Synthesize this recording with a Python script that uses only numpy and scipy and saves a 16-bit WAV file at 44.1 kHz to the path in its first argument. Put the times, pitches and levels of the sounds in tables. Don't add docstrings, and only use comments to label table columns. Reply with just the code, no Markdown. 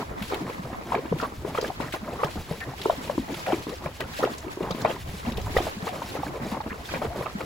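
import sys
import numpy as np
from scipy import signal
from scipy.fft import rfft, irfft, next_fast_len
from scipy.io import wavfile
from scipy.ndimage import uniform_filter1d

SR = 44100
rng = np.random.default_rng(int(sys.argv[2]) if len(sys.argv) > 2 else 0)


def wav_out(sig):
    wavfile.write(sys.argv[1], SR, np.round(np.clip(np.atleast_2d(sig).T, -1, 1) * 32767).astype(np.int16))


N = 328545

# (peak time [s], level [dB], length [s])
LEG_SWEEPS = [(0.0, -40.5, 0.057), (0.3, -42.5, 0.2), (0.55, -48.5, 0.21), (0.95, -50, 0.45),
              (1.21, -42, 0.071), (1.61, -46.5, 0.54), (1.82, -43.5, 0.044), (1.94, -38.5, 0.023),
              (2.24, -44.5, 0.35), (2.9, -43.5, 0.75), (3.32, -50.5, 0.35), (3.5, -43.5, 0.6),
              (4.19, -39, 0.18), (4.53, -42.5, 0.036), (4.82, -46, 0.64), (5.22, -47.5, 0.24),
              (5.6, -37.5, 0.24), (5.87, -43, 0.12), (6.13, -43.5, 0.35), (6.52, -47.5, 0.21),
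              (6.92, -40.5, 0.15), (7.25, -48, 0.85)]
SWEEP_RISE_DB, SWEEP_FALL_DB = 20, 13
DRIP_DB = -76


def hoof_knocks(gulp_count=6):
    # (time [s], base level [dB], base pitch [Hz], splash level [dB])
    blows = [(0.322, -28, 450, -27), (0.334, -25.5, 384, -37), (0.449, -35, 270, -53),
             (0.496, -34, 477, -34), (0.729, -32.5, 242, -32.5), (0.81, -40.5, 590, -42),
             (0.92, -24, 990, -27), (0.931, -32, 830, -33), (0.943, -23, 707, -30.5),
             (1.054, -29.5, 318, -33), (1.124, -21, 470, -38), (1.199, -30, 1370, -51),
             (1.227, -30.5, 280, -26.5), (1.448, -26.5, 394, -44), (1.546, -36, 540, -26),
             (1.576, -26.5, 1280, -29), (1.585, -21.5, 486, -49), (1.626, -27, 460, -55),
             (1.641, -28.5, 580, -28.5), (1.701, -29.5, 784, -49), (1.801, -27.5, 264, -21.5),
             (1.938, -30.5, 356, -26), (2.231, -24.5, 518, -20), (2.356, -35, 302, -32),
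             (2.51, -32.5, 477, -28), (2.855, -24, 925, -52), (2.858, -19, 425, -52),
             (2.897, -17, 670, -26), (3.097, -24, 576, -33), (3.179, -20, 311, -60),
             (3.461, -48, 1010, -25.5), (3.521, -24, 777, -27), (3.53, -18.5, 353, -58),
             (3.668, -28.5, 320, -51), (3.858, -31, 630, -27.5), (4.004, -35.5, 412, -26.5),
             (4.226, -28.5, 446, -20), (4.232, -23, 1260, -49), (4.238, -17, 486, -59),
             (4.273, -28.5, 710, -45), (4.572, -31, 373, -57), (4.606, -24, 395, -41),
             (4.705, -29, 504, -31), (4.747, -31.5, 263, -39), (4.848, -18, 662, -19),
             (4.893, -31, 644, -33), (5.38, -30, 448, -34), (5.565, -17, 497, -20),
             (5.583, -23.5, 746, -43), (5.603, -25.5, 373, -45), (5.667, -28, 663, -28.5),
             (5.868, -30, 905, -25.5), (6.019, -31, 970, -31), (6.152, -31, 503, -33),
             (6.232, -26.5, 820, -53), (6.604, -28.5, 880, -30), (6.662, -31, 258, -34),
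             (6.716, -33, 238, -30.5), (6.889, -38, 1580, -37), (6.937, -34, 615, -22.5),
             (7.017, -26.5, 600, -29), (7.048, -27.5, 437, -42), (7.209, -33, 507, -27.5),
             (7.258, -35, 820, -29.5), (7.406, -35, 470, -29.5)]
    # (pitch factor before detuning, gain [dB], time to fall 60 dB [s])
    modes = [(1.003, 17, 0.024), (1.55, 7.5, 0.021)]
    out, splash, t = np.zeros(N), np.zeros(N), np.arange(6000) / SR
    contact = ring(hz=1080, t60=0.028, glide=-0.57, rise=0.00015, phase=np.pi)
    for (s, db, hz, splash_db), draws in zip(blows, rng.random((len(blows), gulp_count, 3))):
        for (factor, mode_db, t60), detune in zip(modes, draws[:, 0]):
            mode_hz = hz * factor ** (0.58 + 0.63 * detune)
            mode = ring(mode_hz, t60, glide=-0.075, rise=0.0013, phase=np.pi, order=2)
            add(out, s, gain_of(db + mode_db) * mode)
        add(out, s, gain_of(db - 1.5) * contact)
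        for when, pitch, softness in draws:
            delay = 0.00892 + 0.05 * when
            gulp_hz = hz * 2 ** (.9 * pitch - .3 - 9 * delay)
            gulp = ring(gulp_hz, t60=19 / gulp_hz, glide=0.081, rise=0.23 / gulp_hz)
            add(out, s + delay, gain_of(db + 4.5 - 410 * delay - 2.3 * softness) * gulp)
        add(splash, s, gain_of(splash_db - 60 * t / 0.16) * (1 - np.exp(-t / 0.0012)))
    return out + splash * froth()


def plunks():
    # (time [s], peak level [dB], pitch [Hz])
    pockets = [(0.214, -25, 198), (0.594, -26, 179), (1.116, -18.5, 185), (1.139, -19.5, 157),
               (2.025, -27.5, 205), (2.246, -23, 146), (2.363, -26.5, 206), (2.511, -22, 159),
               (3.86, -25, 156), (4.71, -23.5, 176), (5.138, -28, 187), (5.768, -27.5, 200),
               (5.827, -26.5, 179), (6.463, -28.5, 193), (7.352, -22.5, 201.4)]
    out = np.zeros(N)
    for s, db, hz in pockets:
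        pocket = ring(hz, t60=0.074, glide=0.041, rise=0.0012)
        add(out, s, gain_of(db) * pocket / abs(pocket).max())
    return out


def slaps(drop_count=4):
    # (time [s], level [dB], band centre [Hz])
    sheets = [(0.2217, -25, 2350), (0.3424, -24, 2400), (1.185, -30, 2380), (1.212, -30.5, 4230),
              (1.612, -24.5, 4150), (1.678, -30.5, 3250), (1.924, -24, 2340), (2.2433, -25.5, 3440),
              (2.309, -34, 3700), (2.6033, -28, 2580), (2.815, -25.5, 3130), (3.342, -28, 2940),
              (3.393, -31, 4660), (3.464, -26, 2230), (3.6925, -34, 4100), (4.004, -22, 2590),
              (4.3813, -31.5, 6260), (4.627, -33, 2450), (4.7077, -25.5, 4070), (4.8153, -28.5, 5000),
              (5.3195, -29.5, 3260), (5.371, -27, 3120), (5.413, -33, 4500), (5.5718, -21, 2700),
              (5.887, -28.5, 2700)]
    width, t60, rise = 1.54, 0.036, 0.0019
    out, t = np.zeros(N), np.arange(4000) / SR
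    envelope = gain_of(-60 * t / t60) * (1 - np.exp(-t / rise))
    noises = rng.standard_normal((len(sheets), len(t)))
    for (s, db, hz), noise, draws in zip(sheets, noises, rng.random((len(sheets), drop_count, 2))):
        band = signal.lfilter(*signal.butter(2, [hz / width, hz * width], "band", fs=SR), noise)
        fine_hiss = gain_of(-6.5) * np.gradient(noise)
        add(out, s, gain_of(db) * envelope * (unit_rms(band) + fine_hiss))
        for when, pitch in draws:
            drop = ring(hz * width ** (pitch - .5), t60 / 2, glide=0.14, rise=0.0005)
            add(out, s + 0.025 * when ** 2, gain_of(db - 7.5) * drop)
    return out


def escaping_air():
    # (time [s], length [s], start pitch [Hz], end pitch [Hz], level [dB])
    slides = [(0.398, 0.038, 345, 300, -33.5), (0.945, 0.063, 490, 395, -27.5),
              (1.199, 0.069, 1358, 1068, -29), (2.186, 0.044, 1194, 990, -30.5),
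              (2.606, 0.043, 1770, 1860, -32), (3.27, 0.096, 247, 358, -30), (3.467, 0.0594, 790, 590, -26),
              (3.659, 0.097, 290.5, 558, -32.5), (4.186, 0.042, 502, 990, -28.5),
              (4.433, 0.067, 326, 390, -32.5), (4.619, 0.047, 305, 437, -35),
              (5.241, 0.069, 202, 257, -25.5), (5.916, 0.06, 616, 490, -36),
              (6.325, 0.062, 1000, 1017, -39), (6.335, 0.053, 433, 498, -33.5),
              (6.505, 0.092, 1004, 835, -34), (6.51, 0.052, 195, 236, -31.5),
              (6.692, 0.0375, 1517, 1940, -34), (7.064, 0.09, 509, 807, -37.5)]
    out, swell = np.zeros(N), np.zeros(N)
    for (s, length, from_hz, to_hz, db), wobble in zip(slides, rng.standard_normal((len(slides), 2, 400))):
        turns = np.cumsum(np.linspace(from_hz, to_hz, int(length * SR))) / SR
        strength, slip = (np.interp(turns / 1.8, np.arange(len(w)), w) for w in wobble)
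        envelope = gain_of(db) * signal.windows.tukey(len(turns), .5)
        add(out, s, envelope * (1 + 0.72 * strength) * np.sin(2 * np.pi * turns + 0.99 * slip))
        add(swell, s, gain_of(-9.5) * envelope)
    return out + swell * froth()


def froth():
    sizes = [(450, 6.5), (1200, 7.0), (1550, 0.5), (2200, 2.5), (5000, -14)]  # (pitch [Hz], level [dB])
    return bubbles(sizes, cycles=36.4, density=1.6, spread_db=3.0, glide=0.12, count=16)


def gurgle():
    # (pitch [Hz], relative level [dB])
    sizes = [(120, -4.5), (300, -3), (500, -5), (1100, -3), (1500, -9.5), (2200, -11)]
    # (time [s], level [dB])
    churn = [(0.0, -36), (2.6, -43), (5.5, -38.5), (7.45, -38.5)]
    ringing = bubbles(sizes, cycles=21.2, density=.9, spread_db=3.5, glide=0.2, count=24)
    slosh = gain_of(-1.5) * coloured_noise(per_hz(sizes))
    level = gain_of(np.interp(np.arange(N) / SR, *np.transpose(churn)))
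    stirred = unit_rms(swells(LEG_SWEEPS, SWEEP_RISE_DB, SWEEP_FALL_DB, DRIP_DB) ** 0.27)
    return level * stirred * surges(depth_db=5.5, seconds=0.042) * (ringing + slosh)


def spray():
    # (pitch [Hz], relative level [dB])
    sizes = [(1500, -3), (2200, -0.5), (4000, -0.5), (7000, -5.5), (11000, -5), (15500, -7.5)]
    drops = bubbles(sizes, cycles=57, density=.4, spread_db=3.5, glide=0.073, count=28)
    thrown = swells(LEG_SWEEPS, SWEEP_RISE_DB, SWEEP_FALL_DB, DRIP_DB)
    flutter = surges(depth_db=3.5, seconds=0.024)
    hiss = coloured_noise(per_hz(sizes))
    return thrown * flutter * (gain_of(-3) * drops + gain_of(1.5) * hiss)


def thuds():
    # (peak time [s], level [dB])
    footfalls = [(1.41, -37), (2.41, -30), (4.69, -40), (5.078, -33), (5.28, -37), (5.44, -25.5),
                 (5.58, -28), (7.1, -37.5)]
    # (frequency [Hz], relative level [dB])
    spectrum = [(20, -7), (40, -11), (58, 3.5), (100, -1.0), (150, -8.5), (300, -43.5)]
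    shake = swells([(s, db, 0.059) for s, db in footfalls], rise_db=8, fall_db=13.5, rest_db=-45)
    return shake * surges(depth_db=3.5, seconds=0.021) * coloured_noise(spectrum)


def bank_scatter(near):
    spectra = signal.stft(near, SR, nperseg=1024)[2]
    drift = rng.standard_normal(spectra.shape[::-1]).T
    drift = unit_rms(uniform_filter1d(uniform_filter1d(drift, size=8, axis=0), size=4, axis=1))
    return gain_of(-2) * signal.istft(spectra * np.exp(2j * drift), SR, nperseg=1024)[1][:N]


def creek():
    # (frequency [Hz], relative level [dB])
    spectrum = [(40, -27), (200, -3), (600, 8), (1500, 5), (8000, -8.5), (16000, -11)]
    return gain_of(-51.5) * coloured_noise(spectrum)


def surroundings():
    return gurgle() + spray() + thuds() + creek()


def microphone(common, differing):
    # (frequency [Hz], correlation [0-1])
    likeness = [(60, 0.92), (300, 0.93), (700, 0.55), (1400, 0.074), (3000, 0.32), (6000, 0.33), (8000, 1)]
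    # (frequency [Hz], left lead [rad])
    lead = [(0, 0), (1100, .4), (3500, .5), (7100, 0), (15200, -12.5)]
    # (frequency [Hz], left over right [dB])
    lean = [(60, 0), (300, 0), (700, 1.5), (1300, -2), (4400, 1.5), (8000, -0.5)]
    hz, _, (mid, spread) = signal.stft([common, differing], SR, nperseg=1024)
    alike = np.clip(curve_at(likeness, hz), 0, 1)[:, None]
    side = np.array([.5, -.5])[:, None, None]
    spectra = np.sqrt((1 + alike) / 2) * mid + side * np.sqrt(2 * (1 - alike)) * spread
    phase = np.exp(1j * side * np.interp(hz, *np.transpose(lead))[:, None])
    balance = gain_of(side * curve_at(lean, hz)[:, None])
    return signal.istft(spectra * phase * balance, SR, nperseg=1024)[1][:, :N]


def ring(hz, t60, glide, rise, phase=0, order=1):
    t = np.arange(int(t60 * SR) + 8) / SR
    turns = hz * (t + .5 * glide * t ** 2 / t60)
    return (1 - np.exp(-t / rise)) ** order * gain_of(-60 * t / t60) * np.sin(2 * np.pi * turns + phase)


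def bubbles(sizes, cycles, density, spread_db, glide, count):
    out = np.zeros(N)
    for hz in np.geomspace(sizes[0][0], sizes[-1][0], count):
        when, chance, sign = rng.random((int(density * np.sqrt(hz) * N / SR), 3)).T
        strength = gain_of(spread_db * np.minimum(-np.log(chance + 1e-9), 5))
        train = np.zeros(N)
        train[(when * N).astype(int)] = strength * np.sign(sign - .5)
        pocket = ring(hz, cycles / hz, glide * rng.uniform(0, 2.73), rise=0.5 / hz)
        out += gain_of(curve_at(sizes, hz)) * unit_rms(signal.oaconvolve(train, pocket)[:N])
    return unit_rms(out)


def swells(rows, rise_db, fall_db, rest_db):
    t = np.arange(0, N, 64) / SR
    power = gain_of(rest_db) ** 2
    for s, db, length in rows:
        power += gain_of(db - np.where(t < s, rise_db, fall_db) * abs(t - s) / length) ** 2
    return np.interp(np.arange(N) / SR, t, np.sqrt(power))


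def surges(depth_db, seconds):
    span = int(seconds * SR)
    lumps = unit_rms(uniform_filter1d(uniform_filter1d(rng.standard_normal(N), span), span))
    return unit_rms(gain_of(depth_db * 2 * np.tanh(lumps / 2)))


def coloured_noise(spectrum):
    size = next_fast_len(N)
    gains = gain_of(curve_at(spectrum, np.fft.rfftfreq(size, 1 / SR)))
    return unit_rms(irfft(rfft(rng.standard_normal(size)) * gains, size)[:N])


def per_hz(sizes):
    inner = [(hz, db - 10 * np.log10(hz)) for hz, db in sizes]
    return [(.6 * sizes[0][0], -70)] + inner + [(1.6 * sizes[-1][0], -70)]


def curve_at(points, hz):
    point_hz, values = np.transpose(points)
    return np.interp(np.log(hz + 1), np.log(point_hz + 1), values)


def gain_of(db):
    return 10 ** (np.asarray(db) / 20)


def unit_rms(x):
    return x / np.sqrt(np.mean(x ** 2) + 1e-20)


def add(mix, s, sound):
    part = mix[max(round(s * SR), 0):][:len(sound)]
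    part += sound[:len(part)]


def scene():
    near = hoof_knocks() + plunks() + slaps() + escaping_air()
    return microphone(near + surroundings(), bank_scatter(near) + surroundings())


def record(dry):
    lowpass = signal.firwin(511, 15900, window=("kaiser", 9), fs=SR)
    return signal.oaconvolve(dry, lowpass[None], "same")


dry = scene()
out = record(dry)
wav_out(out)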